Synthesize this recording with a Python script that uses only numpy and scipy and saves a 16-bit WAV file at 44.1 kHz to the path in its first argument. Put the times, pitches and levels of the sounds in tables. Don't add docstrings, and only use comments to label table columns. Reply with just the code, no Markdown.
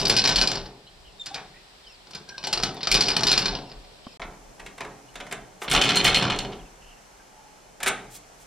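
import sys
import numpy as np
from scipy import signal
from scipy.fft import rfft, irfft, next_fast_len
from scipy.io import wavfile
from scipy.ndimage import uniform_filter1d

SR = 44100
rng = np.random.default_rng(int(sys.argv[2]) if len(sys.argv) > 2 else 0)


def materialize(psi):
    bounded = np.clip(np.atleast_2d(psi).T, -1, 1)
    quanta = np.round(bounded * 32767).astype(np.int16)
    wavfile.write(sys.argv[1], SR, quanta)


def to_linear_factor(level_db):
    exponent = np.asarray(level_db, float) / 20
    return 10 ** exponent


N = 373086
T = np.arange(N) / SR
GAP_START_S, GAP_END_S = 4.174, 4.196
FIRST = T < GAP_START_S
BLOW = 8192

# (time [s], peak level [dB], low thud [dB], bright tick [dB])
FIRST_YANK = [(-0.008, -8.5, -8.5, -17), (0.0515, -12.5, -30, -17), (0.0965, -6, -14, -16),
              (0.1648, -6.5, -39, -18), (0.2396, -9, -17, -22), (0.274, -10.5, -19, -15),
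              (0.2897, -11.5, -12, -14), (0.3576, -7.5, -23, -18.5), (0.3842, -12, -18, -29),
              (0.4127, -7.5, -18, -18), (0.4724, -10, -23, -19.5), (0.515, -16.5, -15, -14),
              (0.5543, -20, -13, -16), (0.5776, -29, -15, -26), (0.6569, -33, -7, -31),
              (1.2588, -25.5, -21, -9), (1.2643, -27.5, -17, -12), (1.3431, -20.5, -15.5, -11.5)]
JIGGLE = [(2.0695, -39.5, -4, -25), (2.1077, -36, -12, -4), (2.133, -31.5, -16, -33),
          (2.149, -25, -13, -13), (2.288, -28, -12.5, -11), (2.3793, -25, -14.5, -22),
          (2.438, -20, -13.5, -17), (2.47, -19.5, -13.5, -10), (2.528, -11.5, -19.5, -11.5),
          (2.574, -17, -14.5, -27), (2.599, -25, -4, -17), (2.6255, -19, -16, -17), (2.634, -11, -14, -16),
          (2.767, -34, -6, -30), (2.8066, -27.5, -25, -65)]
SECOND_YANK = [(2.83, -17.5, -16, -21), (2.871, -12, -15.5, -28), (2.9144, -7.5, -34, -13.5),
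               (2.9418, -7, -16.5, -15), (3.0071, -6.5, -27, -16.5), (3.082, -10, -17, -18),
               (3.1016, -13, -16, -58), (3.1648, -9.5, -14, -18.5), (3.207, -20, -6.5, -17),
               (3.2327, -10, -17.5, -20.5), (3.2679, -7.5, -21, -15), (3.3141, -6.5, -22.5, -19),
               (3.3764, -7.5, -20, -20.5), (3.4184, -18.5, -19, -47), (3.4562, -11.5, -17, -26),
               (3.5355, -28.5, -3.5, -56), (3.5496, -20.5, -17, -51), (3.6971, -38, -6, -37),
               (3.715, -34, -6, -46), (3.845, -46, -12, -48)]
THIRD_YANK = [(5.679, -17, -14, -47), (5.698, -24, -24, 0), (5.7124, -10, -20, -3.5), (5.736, -13, -17, -9),
              (5.748, -6.5, -16, -20), (5.8133, -7, -32, -14.5), (5.8438, -14, -22, -11),
              (5.8708, -17.5, -10, -13), (5.89, -8.5, -25.5, -20), (5.956, -10.5, -19, 1.5),
              (5.9688, -8, -15.5, -12), (6.044, -10, -22, -8), (6.0495, -7, -18.5, -21),
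              (6.0658, -10.5, -15.5, -38), (6.076, -10.5, -19, -20), (6.1441, -6.5, -37, -18),
              (6.17, -10.5, -15, -20), (6.2231, -13.5, -11, -22), (6.36, -24, -15, -13),
              (6.299, -15, -15.5, -19), (6.3876, -16.5, -27, -12.5), (6.4479, -27, -10, -22),
              (6.5194, -34, -14, -36), (6.5316, -32, -15, -38)]
KNOCKS = [(4.196, -34.5, -0.5, -27), (4.2166, -23.5, -12.5, -36), (1.358, -28.5, -12, -30),
          (1.378, -33.5, -10, -35), (1.398, -37, -11, -35), (4.5956, -30.5, -13.5, -19),
          (4.661, -28.5, -19.5, -18), (4.7793, -32, -13, -16), (4.8056, -22, -12, -23),
          (4.8455, -29, -9, -18), (5.1402, -45, -12, -16), (5.1548, -25.5, -15, -17),
          (5.201, -26, -14.5, -22), (5.2656, -33, -4.5, -15), (5.311, -28, -18, -21),
          (5.323, -21, -13, -12.5), (5.6172, -25.5, -10.5, -21), (5.6422, -31.5, -12.5, -30),
          (7.8024, -30, -12, -17), (7.8292, -18, -18, -8), (7.8604, -12.5, -16, -15),
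          (7.8724, -14.5, -17, -8), (7.8802, -18.5, -15, -5)]
NEAR_BLOWS = FIRST_YANK + JIGGLE + SECOND_YANK


def level(x, db):
    return x * to_linear_factor(db) / np.sqrt(np.mean(x ** 2))


def curve(table, hz):
    points = np.array(table)
    return np.interp(np.log(hz + 1), np.log(points[:, 0]), points[:, 1])


def tint(x, table):
    size = next_fast_len(N)
    hz = np.arange(size // 2 + 1) * SR / size
    return irfft(rfft(x, size) * to_linear_factor(curve(table, hz)), size)[..., :N]


def walk(rate):
    k = int(SR / rate)
    steps = np.repeat(rng.standard_normal(N // k + 1), k)
    return 1.3 * uniform_filter1d(uniform_filter1d(steps, k), k)[:N]


def grit(shape, spread_db):
    return rng.standard_normal(shape) * to_linear_factor(spread_db * rng.exponential(size=shape))


def causal(db):
    cep = irfft(db * np.log(10) / 20)
    half = cep.shape[-1] // 2
    fold = np.r_[1, 2 * np.ones(half - 1)]
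    return np.exp(rfft(cep[..., :half] * fold, 2 * half))


def rings(modes, hz, gains, detune=0.99):
    mode_hz, width_hz, db = np.transpose(modes)[:, :, None]
    resonance = 1 / (1 + 2j * (hz - mode_hz * detune) / width_hz)
    return np.sum(gains[..., None] * to_linear_factor(db) * resonance, axis=-2)


def puffs(events, length_s):
    return sum(to_linear_factor(db) * np.exp(-((T - s) / length_s) ** 2) for s, db in events)


def air(table, db):
    noise = tint(rng.standard_normal((2, N)), table) * to_linear_factor(walk(1.13))
    low = signal.sosfilt(signal.butter(2, 1100, fs=SR, output="sos"), noise)
    return level(noise + low * (to_linear_factor(2.4 * walk(4)) - 1), db)


def still_air():
    # (frequency [Hz], level [dB per Hz])
    near_air = [(35, -37), (60, -8.5), (330, -18), (553, -7), (593, -8.5), (1310, -14.5), (1860, -15.5),
                (4120, -13), (5500, -18), (6370, -27), (7910, -20.5), (9290, -30), (15000, -39),
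                (15150, -90)]
    side_air = [(35, -24), (60, -15), (176, -6.5), (363, -11), (437, -6.5), (842, -3.5), (1010, -9),
                (2410, -15.5), (3700, -25.5), (5800, -15), (7760, -19), (15000, -34), (15150, -90)]
    return np.where(FIRST, air(near_air, -55.5), air(side_air, -55))


def hum():
    # (frequency [Hz], level [dB])
    hums = [(600, -68.5), (1800, -78)]
    return FIRST * sum(to_linear_factor(db + 2 * walk(2.6)) * np.sin(2 * np.pi * hz * T) for hz, db in hums)


def whine():
    # (multiple of the base tone [1], level [dB])
    partials = [(13, -78), (14, -75), (15, -78), (16, -77), (17, -77), (19, -80), (22, -82), (24, -84),
                (33, -86), (34, -85), (36, -86), (38, -86), (46, -96)]
    base_hz = 299.7
    return sum(to_linear_factor(db) * np.sin(2 * np.pi * k * base_hz * T + k * k) for k, db in partials)


def whistles():
    # (time [s], length [s], start [Hz], end [Hz], level [dB])
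    peeps = [(.86, .03, 4200, 4100, -59), (.86, .04, 3100, 3100, -60), (1.04, .09, 3300, 2550, -62),
             (1.188, .055, 3720, 3500, -42), (1.25, .12, 3580, 3600, -60), (1.305, .06, 780, 830, -46),
             (1.54, .05, 1850, 2000, -59), (1.54, .05, 2300, 2600, -62), (2.275, .1, 1600, 1600, -50),
             (2.76, .04, 3800, 3300, -54), (4.02, .04, 3000, 3100, -60), (5.083, .015, 2900, 3000, -57),
             (6.59, .03, 3500, 2600, -52), (6.8, .2, 2800, 2800, -64), (6.65, .03, 2900, 2500, -60),
             (7.3, .25, 870, 850, -60), (7.19, .03, 1600, 1560, -60), (7.82, .03, 1700, 1700, -40)]
    # (delay [s], length [s], start [Hz], middle [Hz], end [Hz])
    bird_voices = [
        (0, .11, 3800, 2900, 2550),
        (.015, .125, 3700, 5400, 3700),
    ]
    # (time [s], level [dB])
    bird_calls = [
        (1.83, -58),
        (3.61, -59),
        (4.03, -63),
    ]
    tones = [(s, length, a, (a + b) / 2, b, db) for s, length, a, b, db in peeps]
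    for s, db in bird_calls:
        tones += [(s + delay, *voice, db) for delay, *voice in bird_voices]
    out = np.zeros(N)
    rough = np.clip(.9 + .6 * walk(160), .4, 3)
    waver = walk(500)
    for s, length, *pitches, db in tones:
        u = np.arange(int(length * SR)) / (length * SR)
        span = slice(int(s * SR), int(s * SR) + len(u))
        glide_hz = np.polyval(np.polyfit([0, .5, 1], pitches, 2), u)
        phase = 2 * np.pi * np.cumsum(glide_hz * (1 + to_linear_factor(-db - 88) * waver[span])) / SR
        tone = np.sin(phase) + to_linear_factor(db + 26) * np.sin(2 * phase)
        out[span] += to_linear_factor(db + 3.5) * np.sin(np.pi * u) ** .5 * tone
    return out * rough


def scuffs():
    # (time [s], length [s], level [dB])
    brushes = [
        (8.158, .02, -44),
        (8.12, .02, -53),
        (8.42, .03, -57),
        (5.635, .02, -44),
    ]
    colour = [(800, -20), (3000, -5), (8000, 0), (15000, -10), (16000, -14), (16300, -45)]
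    hiss = level(tint(grit(N, 2.0), colour), 0)
    return hiss * sum(puffs([(s, db)], length) for s, length, db in brushes)


def bump():
    after = np.clip(T - 4.068, 0, 1)
    crackle = tint(rng.standard_normal(N), [(100, 3), (1200, 4), (2000, -22), (5000, -42)])
    pulse = level(crackle, -7.5) - np.sin(2 * np.pi * 240 * after)
    return to_linear_factor(-26) * pulse * np.exp(-after / .004) * (after > 0)


def swing():
    # (start [s], length [s], level [dB])
    swings = [
        (0, 0.59, -39),
        (2.537, 0.16, -41.5),
        (2.9, 0.66, -36.5),
        (4.17, 0.13, -50),
        (4.6, 0.084, -56),
        (4.785, 0.11, -50),
        (5.15, .1, -56.5),
        (7.826, .1, -48.5),
        (5.307, 0.063, -49),
        (5.689, 0.81, -33),
    ]
    rise_s, sag_db_s, release_db_s = 0.038, 11, 116
    gain = 0
    for s, length, db in swings:
        fall_db = sag_db_s * (T - s) + release_db_s * np.clip(T - s - length, 0, 9)
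        rise = np.clip((T - s) / rise_s + (s == 0), 0, 1)
        gain = gain + rise * to_linear_factor(db - np.maximum(fall_db, 0))
    return gain


def heave():
    colour = [(12, -54), (29, 0.0), (40, -0.5), (55, -9), (80, -16), (140, -59.0)]
    return level(tint(rng.standard_normal(N), colour), 0)


def pump():
    # (time [s], level [dB])
    surges = [(.12, -41), (.38, -36), (.63, -41), (1.05, -50), (2.6, -43), (2.96, -36), (3.31, -42),
              (3.53, -41.5), (3.8, -48), (4.27, -49), (4.45, -53), (4.65, -56), (4.9, -58), (5.2, -58),
              (5.4, -57), (6.62, -47), (6.85, -53.5), (5.77, -34), (6.1, -36), (6.4, -39)]
    breeze = to_linear_factor(-63 + 2 * walk(1.27))
    return swing() * to_linear_factor(-9.5) + breeze + puffs(surges, 0.06)


def shaken(body, spread_db):
    response = np.roll(irfft(body), BLOW // 2) * np.hanning(BLOW)
    return level(signal.fftconvolve(grit(N, spread_db), response, "same"), 0)


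def ringing(table, thud_share, rise_s, t60_s, slope, db, rest_db):
    s, peak_db, thud_db, _ = np.transpose(table)
    power = np.zeros(N)
    power[(np.maximum(s, 0) * SR).astype(int)] = to_linear_factor(2 * (peak_db + thud_share * thud_db))
    power = signal.lfilter([1], [1, -to_linear_factor(-120 / t60_s / SR)], power)
    keep = np.exp(-1 / (rise_s * SR))
    power = signal.lfilter([1 - keep], [1, -keep], power)
    return np.sqrt(to_linear_factor(2 * db) * power ** slope + to_linear_factor(2 * rest_db))


def panel():
    # (frequency [Hz], width [Hz], level [dB])
    panel_modes = [(124, 22, 4), (185, 35, -3), (300, 50, -3), (405, 30, -2), (800, 110, -2)]
    hz = np.arange(BLOW // 2 + 1) * SR / BLOW
    body = .5 + rings(panel_modes, hz, np.ones(len(panel_modes)))
    body = body / (1 + (hz / 1000) ** 4) / (1 + (114 / (hz + 1)) ** 8)
    shudder = ringing(NEAR_BLOWS + THIRD_YANK + KNOCKS, thud_share=0.75, rise_s=0.0656, t60_s=.5,
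                      slope=1.2, db=-16, rest_db=-66)
    return shaken(body, spread_db=2.5) * np.hypot(shudder, swing())


def ticks():
    # (time [s], peak level [dB])
    touches = [
        (0.0807, -24.5),
        (2.7447, -45),
        (2.9223, -26),
        (2.9472, -31),
        (3.1717, -34),
        (3.3333, -32),
        (5.7294, -18),
        (6.0425, -18.5),
        (6.0596, -21),
    ]
    colour = [(5000, -40), (8000, 1), (12000, -4), (15700, -9), (16200, -40)]
    hiss = level(tint(grit(N, 2.2), colour), -8.5)
    decay_s = 0.0056
    return hiss * sum(to_linear_factor(db) * np.exp(-np.clip(T - s, 0, 1) / decay_s) * (T > s) for s, db in touches)


def bounces(count, gap_s, contact_s):
    draw = rng.random((count, 2, 12))
    at = np.cumsum(gap_s * (.4 + 0.84 * draw[:, 0]), axis=1) - gap_s * (.4 + 1.2 * draw[:, 0, :1])
    place = np.clip(at * SR, 0, BLOW - 1).astype(int)
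    touch = np.zeros((count, BLOW))
    np.put_along_axis(touch, place, .35 + .55 * draw[:, 1], axis=1)
    touch[:, 0] = 1
    return signal.lfilter([1], [1, -np.exp(-1 / (contact_s * SR))], touch)


def contacts(s, peak_db, rebounds):
    at, db = np.transpose(rebounds)
    late = at - s
    parent = np.argmin(np.where(late > 0, late, 9), axis=0)
    place = (late[parent, np.arange(len(at))] * SR).astype(int) % BLOW
    power = np.zeros((len(s), BLOW))
    power[:, 0] = 1
    power[parent, place] = to_linear_factor(2 * (db - 3 - peak_db[parent, 0]))
    power[:, 1:] = uniform_filter1d(power[:, 1:], size=40, axis=1)
    listed = np.isin(np.arange(len(s)), parent)[:, None]
    contact_s = .0038
    power = signal.lfilter([1], [1, -np.exp(-2 / (contact_s * SR))], power)
    return np.sqrt(np.abs(power)), listed


def blows(table, t60_s, modes, colour, lo_hz, tick_share, rebounds=None, rise_s=0.0012):
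    s, peak_db, thud_db, tick_db = np.transpose(table)[:, :, None]
    t = np.arange(BLOW) / SR
    hz = np.arange(BLOW // 2 + 1) * SR / BLOW
    t60 = np.clip(t60_s * to_linear_factor(0.1 * (peak_db + 9) - 0.18 * (thud_db + 19.5)), .01, .3)
    touch = bounces(len(s), gap_s=.008, contact_s=.007) * to_linear_factor(-60 * t / t60)
    listed = False
    if rebounds:
        known, listed = contacts(s, peak_db, rebounds)
        touch = np.where(listed, known, touch)
    push = grit((len(s), BLOW), 1.5)
    push = touch * push / np.sqrt(uniform_filter1d(push ** 2, size=90, axis=1))
    push = push * (1 - np.exp(-t / rise_s))

    bright = 1 / (1 + (6800 / (hz + 1)) ** 8)
    tilt = (thud_db + 12.5) / (1 + (hz / 1300) ** 4) + (tick_db + 27.0) * bright
    chance = rng.standard_normal((len(s), 2, len(modes)))
    gains = (1 + .4 * chance[:, 0]) * to_linear_factor(.15 * np.minimum(peak_db + 8, 0))
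    plain = causal(curve(colour, hz) + tilt)
    body = plain * (1 + rings(modes, hz, gains, 1 + 0.0066 * chance[:, 1, :, None]))
    treble_push = push * to_linear_factor(-60 * t / (tick_share * t60))
    hit = body * (rfft(push) * (1 - bright) + rfft(treble_push) * bright)

    clack = irfft(hit * (hz > lo_hz) * (hz < 7000))
    touch_energy = np.sum(touch ** 2, axis=1, keepdims=True)
    by_energy = to_linear_factor(-1.5) * np.sqrt(touch_energy / np.sum(clack ** 2, axis=1, keepdims=True))
    by_peak = 1 / np.abs(clack).max(axis=1, keepdims=True)
    lead = 256
    hit = np.roll(irfft(hit), lead, axis=1) * to_linear_factor(peak_db - 1.0) * np.where(listed, by_energy, by_peak)
    out = np.zeros(N + 2 * BLOW)
    for start, h in zip((s[:, 0] * SR).astype(int) - lead + BLOW, hit):
        out[start:start + BLOW] += h
    loose_body = (body + plain).mean(axis=0) * (1 + 0.32 * bright) / (1 + (1100 / (hz + 1)) ** 4)
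    return out[BLOW:N + BLOW], shaken(loose_body, spread_db=2.5)


def frame_knocks():
    # (frequency [Hz], width [Hz], lift [dB])
    knock_modes = [(790, 200, 1), (1400, 400, -2), (2190, 450, -2), (3600, 500, 0), (8700, 400, -2)]
    # (frequency [Hz], level [dB per Hz])
    knock_colour = [(100, -21.5), (250, -4.5), (1000, -2.5), (2300, -3), (4000, -10), (7000, -15.5),
                    (11000, -25.5), (15600, -41), (16200, -65)]
    return blows(KNOCKS, 0.085, knock_modes, knock_colour, lo_hz=1500, tick_share=.8, rise_s=.003)[0]


def side_handle():
    # (frequency [Hz], width [Hz], lift [dB])
    side_modes = [(790, 100, 3), (1360, 60, 4), (2190, 90, 0), (2470, 50, 4), (3030, 180, 3), (3570, 70, 1),
                  (4230, 50, 13), (5650, 150, 2), (6550, 100, 4), (7290, 60, 4), (8370, 100, 4)]
    # (frequency [Hz], level [dB per Hz])
    side_colour = [(60, -17), (100, 1.5), (250, 1.5), (1000, -1.5), (2000, -2), (3300, 0.5), (4300, -4),
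                   (4800, -5.5), (7000, -18), (10000, -30), (15600, -47.5), (16200, -75)]
    # (time [s], peak level [dB])
    third_rebounds = [(5.7043, -21), (5.7625, -9.5), (5.776, -15), (5.7821, -18), (5.7926, -20),
                      (5.8214, -10), (5.8378, -11), (5.8552, -14), (5.8638, -17), (5.8808, -15),
                      (5.8996, -13), (5.9061, -11), (5.9182, -14), (5.9321, -20), (5.9411, -22),
                      (5.9469, -15), (5.9946, -15.5), (6.002, -15), (6.0117, -16), (6.0252, -25),
                      (6.0369, -19), (6.0836, -11.5), (6.0925, -18), (6.1004, -15), (6.1105, -21),
                      (6.1167, -20), (6.1248, -18), (6.1304, -17), (6.1519, -10), (6.1599, -8.5),
                      (6.188, -18), (6.1969, -17), (6.2134, -18), (6.2284, -17), (6.2408, -17),
                      (6.2516, -17), (6.2676, -21), (6.2771, -23), (6.2824, -24), (6.3052, -14.5),
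                      (6.3203, -16), (6.3261, -18.5), (6.3349, -24), (6.3471, -25), (6.4038, -26),
                      (6.4088, -35), (6.4229, -37), (6.4558, -32.5)]
    return blows(THIRD_YANK, 0.097, side_modes, side_colour, lo_hz=1500, tick_share=.5,
                 rebounds=third_rebounds)


def near_handle():
    # (frequency [Hz], width [Hz], lift [dB])
    near_modes = [(840, 90, 2), (1540, 60, 0), (2450, 50, 3), (2980, 110, 1), (3770, 120, 0), (4220, 75, 8),
                  (4430, 60, 6), (4910, 90, 10), (5130, 60, 5), (5660, 55, 11), (7420, 90, 6),
                  (8320, 60, 7), (9300, 80, 7), (10150, 80, 8)]
    # (frequency [Hz], level [dB per Hz])
    near_colour = [(60, -25), (100, -7), (250, -8), (1000, -8), (2000, -11.5), (3300, -9), (5000, -6.5),
                   (6000, -14.5), (7000, -22.5), (10000, -37.5), (15000, -46), (16200, -71)]
    # (time [s], peak level [dB])
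    first_rebounds = [(0.0145, -21), (0.0239, -26), (0.0303, -23), (0.0562, -11), (0.0688, -11),
                      (0.0806, -14), (0.1059, -16), (0.1143, -14), (0.1243, -16.5), (0.133, -25),
                      (0.1402, -20), (0.1533, -21), (0.1752, -9), (0.1853, -9), (0.193, -8), (0.2014, -15),
                      (0.218, -17), (0.2517, -10), (0.2582, -9.5), (0.2816, -16), (0.2973, -15),
                      (0.307, -18), (0.3142, -16), (0.3228, -18), (0.3291, -19), (0.3377, -25),
                      (0.347, -24), (0.3664, -14), (0.3786, -11.5), (0.3919, -18), (0.4028, -19),
                      (0.4218, -12), (0.4297, -16), (0.438, -15), (0.4433, -20), (0.4871, -22),
                      (0.4985, -24), (0.506, -24), (0.5319, -26), (0.5466, -29), (0.5723, -24),
                      (0.5918, -35), (0.5989, -33), (0.615, -36)]
    jiggle_rebounds = [(2.4286, -32), (2.4753, -21), (2.4856, -29), (2.4916, -37), (2.501, -38),
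                       (2.5144, -38), (2.536, -11), (2.555, -29), (2.5904, -27), (2.6165, -37),
                       (2.658, -27), (2.6668, -30), (2.683, -35), (2.6905, -33), (2.7003, -37)]
    second_rebounds = [(2.8368, -28), (2.8448, -25), (2.8533, -24), (2.8934, -30), (2.9071, -25),
                       (2.9242, -10), (2.9502, -8), (2.957, -10), (2.9684, -12), (2.976, -14), (2.988, -20),
                       (3.0, -21), (3.023, -11), (3.037, -16), (3.0563, -22), (3.0626, -21), (3.0678, -20),
                       (3.0747, -21), (3.1149, -17), (3.1312, -22), (3.1402, -23), (3.152, -24),
                       (3.194, -19), (3.2235, -26), (3.2509, -28), (3.2587, -33), (3.276, -9),
                       (3.2836, -11), (3.293, -12), (3.2983, -14), (3.3076, -15), (3.3294, -9),
                       (3.3383, -12), (3.3537, -22), (3.3668, -22), (3.391, -14), (3.427, -21),
                       (3.448, -23), (3.463, -15), (3.4821, -18), (3.4887, -23), (3.51, -30), (3.52, -31),
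                       (3.5262, -30), (3.5706, -33), (3.587, -33)]
    return blows(NEAR_BLOWS, 0.097, near_modes, near_colour, lo_hz=2470, tick_share=0.51,
                 rebounds=first_rebounds + jiggle_rebounds + second_rebounds)


def handle():
    near, near_loose = near_handle()
    side, side_loose = side_handle()
    chatter = ringing(NEAR_BLOWS + THIRD_YANK, thud_share=0, rise_s=0.0029, t60_s=0.3058,
                      slope=1.92, db=-13, rest_db=-65)
    return near + side + np.where(FIRST, near_loose, side_loose) * chatter


def yard(x, t60_low, t60_high, wet_db):
    # (frequency [Hz], level [dB])
    width = [(60, -5), (110, -44), (200, -25), (380, -18), (700, -14.5), (1290, -7), (2380, -8.5),
             (4400, -6.5), (8120, 16.5), (15000, -18)]
    t = np.arange(int(SR * .6)) / SR
    noise = rng.standard_normal((2, len(t)))
    low = signal.sosfilt(signal.butter(1, 900, fs=SR, output="sos"), noise)
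    tail = 3.17 * low * to_linear_factor(-60 * t / t60_low) + (noise - low) * to_linear_factor(-60 * t / t60_high)
    tail = tail * (t > .003)
    tail = signal.sosfilt(signal.butter(2, 9000, fs=SR, output="sos"), tail)
    wet = signal.fftconvolve(x[None], tail / np.sqrt(np.sum(tail[0] ** 2)), axes=1)[:, :N]
    side = tint(0.29 * wet[1] + 0.17 * np.roll(x, 30), width)
    return np.array([x + to_linear_factor(wet_db) * wet[0], side])


def scene():
    song = whistles()
    door = panel() + frame_knocks() + handle()
    sources = door + 0.92 * song + scuffs() + ticks() + hum()
    mid, wide = yard(sources, t60_low=0.42, t60_high=0.17, wet_db=-7.5)
    sooner = FIRST * 0.91 * uniform_filter1d(np.gradient(mid), size=3)
    wide = wide + np.where(FIRST, .07, -.03) * mid - sooner
    mid, wide = np.array([mid, wide]) + still_air()
    pumping = pump()
    mid = mid + song / 2 + whine() + bump() + heave() * pumping
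    wide = wide + heave() * pumping * to_linear_factor(-16.0)
    return np.array([mid + wide, mid - wide])


def squelch(x, from_hz, under_db, quiet_db):
    hz, _, z = signal.stft(x, SR, nperseg=512)
    power = np.abs(z) ** 2
    band = uniform_filter1d(power, size=5, axis=1)
    total = power[:1].sum(axis=1, keepdims=True)
    patch = rng.standard_normal((len(hz) // 2 + 1, z.shape[2] // 6 + 1))
    patch = np.repeat(np.repeat(patch, 2, axis=0), 6, axis=1)[:len(hz), :z.shape[2]]
    bar = total * to_linear_factor(2 * under_db + 14 * patch) * (total > to_linear_factor(2 * quiet_db))
    ceiling_hz = 15100
    bar = bar + (hz[:, None] > ceiling_hz) * (total * to_linear_factor(2 * under_db + 8) + to_linear_factor(-170))
    return signal.istft(z * ((band > bar) | (hz[:, None] < from_hz)), SR)[1][:, :N]


def band_limit(x):
    return signal.sosfilt(signal.butter(12, 16640, fs=SR, output="sos"), x)


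def record(dry):
    gate = np.clip(np.maximum(GAP_START_S - T, T - GAP_END_S) / 0.00044, 0, 1)
    mid_side = np.array([dry[0] + dry[1], dry[0] - dry[1]]) / 2
    mid, wide = squelch(mid_side * gate, from_hz=8500, under_db=-56, quiet_db=-36)
    low_pass = signal.butter(8, 16200, fs=SR, output="sos")
    mix = signal.sosfilt(low_pass, np.array([mid + wide, mid - wide]))
    return band_limit(mix)


dry = scene()
out = record(dry)
materialize(out)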